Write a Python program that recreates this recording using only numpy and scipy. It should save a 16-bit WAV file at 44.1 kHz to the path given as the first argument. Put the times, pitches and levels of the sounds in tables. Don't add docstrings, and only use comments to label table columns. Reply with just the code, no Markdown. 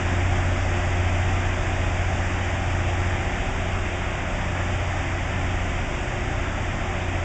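import sys
import numpy as np
from scipy import signal
from scipy.fft import rfft, irfft
from scipy.io import wavfile

SR = 44100
rng = np.random.default_rng(int(sys.argv[2]) if len(sys.argv) > 2 else 0)


def volts_from_decibels(level):
    exponent = np.asarray(level, float) / 20
    return 10 ** exponent


def transcribe(signal):
    frames = np.atleast_2d(signal).T
    limited = np.clip(frames, -1, 1)
    pcm = np.round(limited * 32767).astype(np.int16)
    wavfile.write(sys.argv[1], SR, pcm)


N = 319284
TIME = np.arange(N) / SR
HZ = np.maximum(np.arange(N // 2 + 1) * SR / N, 1)


def rms_one(x):
    return x / np.sqrt(np.mean(x ** 2) + 1e-20)


def at_hz(points, hz):
    point_hz, db = np.transpose(points)
    return np.interp(np.log(hz), np.log(point_hz), db, left=-90, right=-90)


def drift(rate_hz):
    hop = 100
    pole = np.exp(-2 * np.pi * rate_hz * hop / SR)
    noise = rng.standard_normal(N // hop + 1002)
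    slow = signal.lfilter([1], [1, -2 * pole, pole * pole], noise)[1000:]
    return np.interp(np.arange(N) / hop, np.arange(len(slow)), rms_one(slow - slow.mean()))


def patch(at_s, width_s):
    return np.exp(-((TIME - at_s) / width_s) ** 2)


def beat(share_db, beats_per_s, swell_s):
    return np.abs(1 + volts_from_decibels(share_db) * np.exp(2j * np.pi * beats_per_s * (TIME - swell_s)))


def tone(hz, wobble_db, sway):
    phase = 2 * np.pi * (hz * TIME + rng.random()) + sway * drift(0.52)
    return np.sqrt(2) * volts_from_decibels(wobble_db * drift(0.92)) * np.sin(phase)


def coloured(spectrum, patchy_db, rate_hz):
    shaped = rfft(rng.standard_normal(N)) * volts_from_decibels(at_hz(spectrum, HZ))
    third_octave = 3 * np.log2(HZ)
    together = drift(rate_hz)
    lowest = int(3 * np.log2(spectrum[0][0]))
    highest = int(3 * np.log2(spectrum[-1][0]))
    out = 0
    for band in range(lowest, highest + 2, 2):
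        share = np.cos(np.pi / 4 * np.clip(third_octave - band, -2, 2)) ** 2
        flicker_db = patchy_db * (0.36 * together + drift(rate_hz))
        out = out + volts_from_decibels(flicker_db) * irfft(shaped * share, N)
    return rms_one(out)


def stones(body, memory):
    rasp = 0
    for turn_hz in STONE_TURNS_HZ:
        repeat = 1 / (1 - memory * np.exp(-2j * np.pi * HZ / turn_hz))
        contact = rng.standard_normal(N) * volts_from_decibels(1.5 * drift(1.5))
        rasp = rasp + rfft(contact) * repeat
    return rms_one(irfft(rasp * volts_from_decibels(at_hz(body, HZ)), N))


def layer_db(start_db, loss_db_per_s, surge_db, dust_db):
    surge = surge_db * np.exp(-TIME / 0.3)
    dust = dust_db * patch(at_s=4.1, width_s=0.35)
    return start_db - loss_db_per_s * TIME + surge - dust


# multiple of the cycle, level/dB, second set below it/dB, swell/s
STRONG_ORDERS = [(2, -32.5, -15.5, 0.92), (3, -37.5, -11, 0.22), (5, -39.5, -13.5, 1)]
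# t/s, level/dB
FIRING_TONE = [(0, -24.5), (1.2, -25), (1.9, -28), (2.6, -27), (3.0, -26.5), (3.4, -31), (3.8, -31),
               (4.3, -32), (4.7, -29), (5.5, -30), (6.0, -35), (6.5, -33.5), (7.24, -28.5)]
# multiple of the cycle, level/dB
LESSER_ORDERS = [(1, -60.6), (4, -42.7), (7, -48.4), (9, -51.6), (10, -52.7), (11, -53.7), (13, -57.8),
                 (14, -50.1), (15, -54.7), (16, -57.1), (17, -52.2), (18, -55.8), (19, -57.8), (20, -52.7),
                 (21, -62.0), (22, -60.1), (23, -51.2), (24, -54.0), (25, -62.8), (26, -50.1)]
# multiple of the cycle, level/dB
CLATTER_ORDERS = [(34, -58.2), (35, -57.7), (36, -59.5), (38, -58.2), (41, -54.6), (42, -52.7), (45, -57.6),
                  (46, -50.5), (47, -57.0), (48, -58.8), (49, -59.1), (50, -56.2), (51, -56.6), (52, -54.4),
                  (53, -57.7), (54, -55.9), (55, -58.0), (60, -61.5), (62, -60.1), (66, -61.3), (67, -61.6),
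                  (70, -60.5), (71, -59.8), (73, -58.9), (77, -58.9), (80, -58.8), (88, -59.2), (90, -56.9),
                  (93, -60.5), (97, -61.4)]


def engines():
    cycle_hz, second_cycle_hz = 14.939, 15.131
    slip_hz = second_cycle_hz - cycle_hz
    recede_db = -0.43 * TIME

    out = 0
    for order, db, second_db, swell_s in STRONG_ORDERS:
        gain = volts_from_decibels(db + recede_db) * beat(second_db, round(order) * slip_hz, swell_s)
        out = out + gain * tone(round(order) * cycle_hz, wobble_db=0.0, sway=0.33)

    firing_db = np.interp(TIME, *np.transpose(FIRING_TONE))
    second_below_db = -41.5 + recede_db - firing_db
    firing_gain = volts_from_decibels(firing_db) * beat(second_below_db, 6 * slip_hz, swell_s=0.35)
    out = out + firing_gain * tone(6 * cycle_hz, wobble_db=-0.24, sway=0.25)

    for order, db in LESSER_ORDERS:
        out = out + volts_from_decibels(db - 1.0) * tone(order * cycle_hz, wobble_db=3.0, sway=0.35)
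    for order, db in CLATTER_ORDERS:
        out = out + volts_from_decibels(db + 0.2) * tone(order * cycle_hz, wobble_db=3.0, sway=0.84)
    return out


# f/Hz, level per Hz/dB
RUMBLE_SPECTRUM = [(5, -30), (22, -6), (40, 2), (70, -1), (105, -4.5), (160, -8.5), (320, -9), (400, -15),
                   (450, -19.5), (600, -31.5)]


def rumble():
    db = layer_db(start_db=-35.5, loss_db_per_s=0.32, surge_db=1.2, dust_db=1.5)
    return volts_from_decibels(db + 4) * coloured(RUMBLE_SPECTRUM, patchy_db=0.04, rate_hz=3.5)


STONE_TURNS_HZ = (59.36, 59.41, 59.45, 59.52, 59.72)
# f/Hz, level per Hz/dB
ROAR_SPECTRUM = [(380, -30), (480, -9.5), (560, -3), (650, 0), (770, -1.5), (850, -6), (960, -7.5),
                 (1300, -23)]
# f/Hz, level per Hz/dB
RASP_BAND = [(450, -22), (540, -10.5), (590, -3.5), (650, -7), (715, -6), (772, -2.5), (830, -5),
             (890, -7.5), (1000, -25)]


def roar():
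    db = layer_db(start_db=-33.5, loss_db_per_s=0.3, surge_db=0.5, dust_db=0.5)
    broad = volts_from_decibels(db - 2.0) * coloured(ROAR_SPECTRUM, patchy_db=0.55, rate_hz=4.7)
    return broad + volts_from_decibels(db - 6) * stones(RASP_BAND, memory=0.57)


# f/Hz, level per Hz/dB
GRIND_SPECTRUM = [(700, -26.5), (950, -4.5), (1200, -2), (1500, -2), (1900, -1.5), (2500, -1.5),
                  (2700, -4.5), (3000, -6.5), (3600, -9), (4500, -24.5)]
# f/Hz, level per Hz/dB
RAIL_MODES = [(1000, -21), (1400, -7.5), (1650, -2), (1800, -0.5), (2050, -1), (2150, -4.5), (2210, -12),
              (2300, -24)]


def grind():
    db = layer_db(start_db=-32.5, loss_db_per_s=0.2, surge_db=0.4, dust_db=0.1)
    tearing = volts_from_decibels(db - 0.16) * coloured(GRIND_SPECTRUM, patchy_db=0.59, rate_hz=7.8)
    return tearing + volts_from_decibels(db - 7.5) * stones(RAIL_MODES, memory=0.84)


# f/Hz, level per Hz/dB
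HISS_SPECTRUM = [(3200, -22), (4400, 1), (5500, -0.5), (6500, -0.5), (7200, -0.5), (7500, -3), (8000, -3.5),
                 (8800, -5.5)]


def hiss():
    db = layer_db(start_db=-46, loss_db_per_s=0.37, surge_db=-0.2, dust_db=1.2)
    return volts_from_decibels(db + 2.5) * coloured(HISS_SPECTRUM, patchy_db=0.25, rate_hz=9.9)


# f/Hz, level/dB
MOTOR_TONES = [(57.11, -43.4), (136.71, -50.4), (142.44, -54.9), (237.81, -57.4), (352.38, -58.5),
               (410.19, -61.2), (441.95, -64.6), (469.3, -58.8)]
# f/Hz, level/dB, neighbour below it/dB, beats per s/Hz, swell/s
HUM_PAIRS = [(119.4, -41, -6.5, 0.615, 1.5), (179.6, -44.5, -8, 0.902, 0.03),
             (273.8, -47, -11.5, 0.39, 0.35), (357.2, -42, -22.5, 0.42, 1.1)]
# t/s, width/s, level/dB
HUM_PATCHES = [
    (3.8, 0.4, -5),
    (4.2, 0.5, 4),
    (3.8, 0.3, -5),
    (4.87, 0.7, -7.5),
]


def auxiliaries():
    out = 0
    for hz, db in MOTOR_TONES:
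        out = out + volts_from_decibels(db + 2.5) * tone(hz, wobble_db=2.5, sway=0.5)
    for (hz, db, *neighbour), (at_s, width_s, patch_db) in zip(HUM_PAIRS, HUM_PATCHES):
        hum_db = db - 0.11 * TIME + patch_db * patch(at_s, width_s)
        out = out + volts_from_decibels(hum_db) * beat(*neighbour) * tone(hz, wobble_db=0.53, sway=0.33)
    return out


def scene():
    train = engines() + rumble() + roar() + grind() + hiss() + auxiliaries()
    return train[None]


def roll_off(x):
    return signal.sosfilt(signal.butter(12, 9030, fs=SR, output="sos"), x)


# f/Hz, level/dB
ROLL_OFF = [(7000, 0), (7500, 1.5), (7800, -2.5), (8000, -5), (8200, -7.5), (8500, -14), (8800, -26),
            (9000, -36.5), (9150, -49.5)]


def record(dry):
    dip_hz, null_hz, skirt_hz = 4177, 180, 1670
    converter_hz, clock_tone_hz = 16000, 7990

    off_centre = (HZ ** 2 - dip_hz ** 2) / HZ
    heard = rfft(dry[0]) * (off_centre - 1j * null_hz) / (off_centre - 1j * skirt_hz)
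    heard += rfft(volts_from_decibels(-70.5) * np.sin(2 * np.pi * clock_tone_hz * TIME))

    edge = round(converter_hz / 2 * N / SR)
    heard[edge:2 * edge] = np.conj(heard[edge:0:-1])
    heard *= np.where(HZ < ROLL_OFF[0][0], 1, volts_from_decibels(at_hz(ROLL_OFF, HZ)))
    mix = irfft(heard, N)[None]
    return roll_off(mix)


dry = scene()
out = record(dry)
transcribe(out)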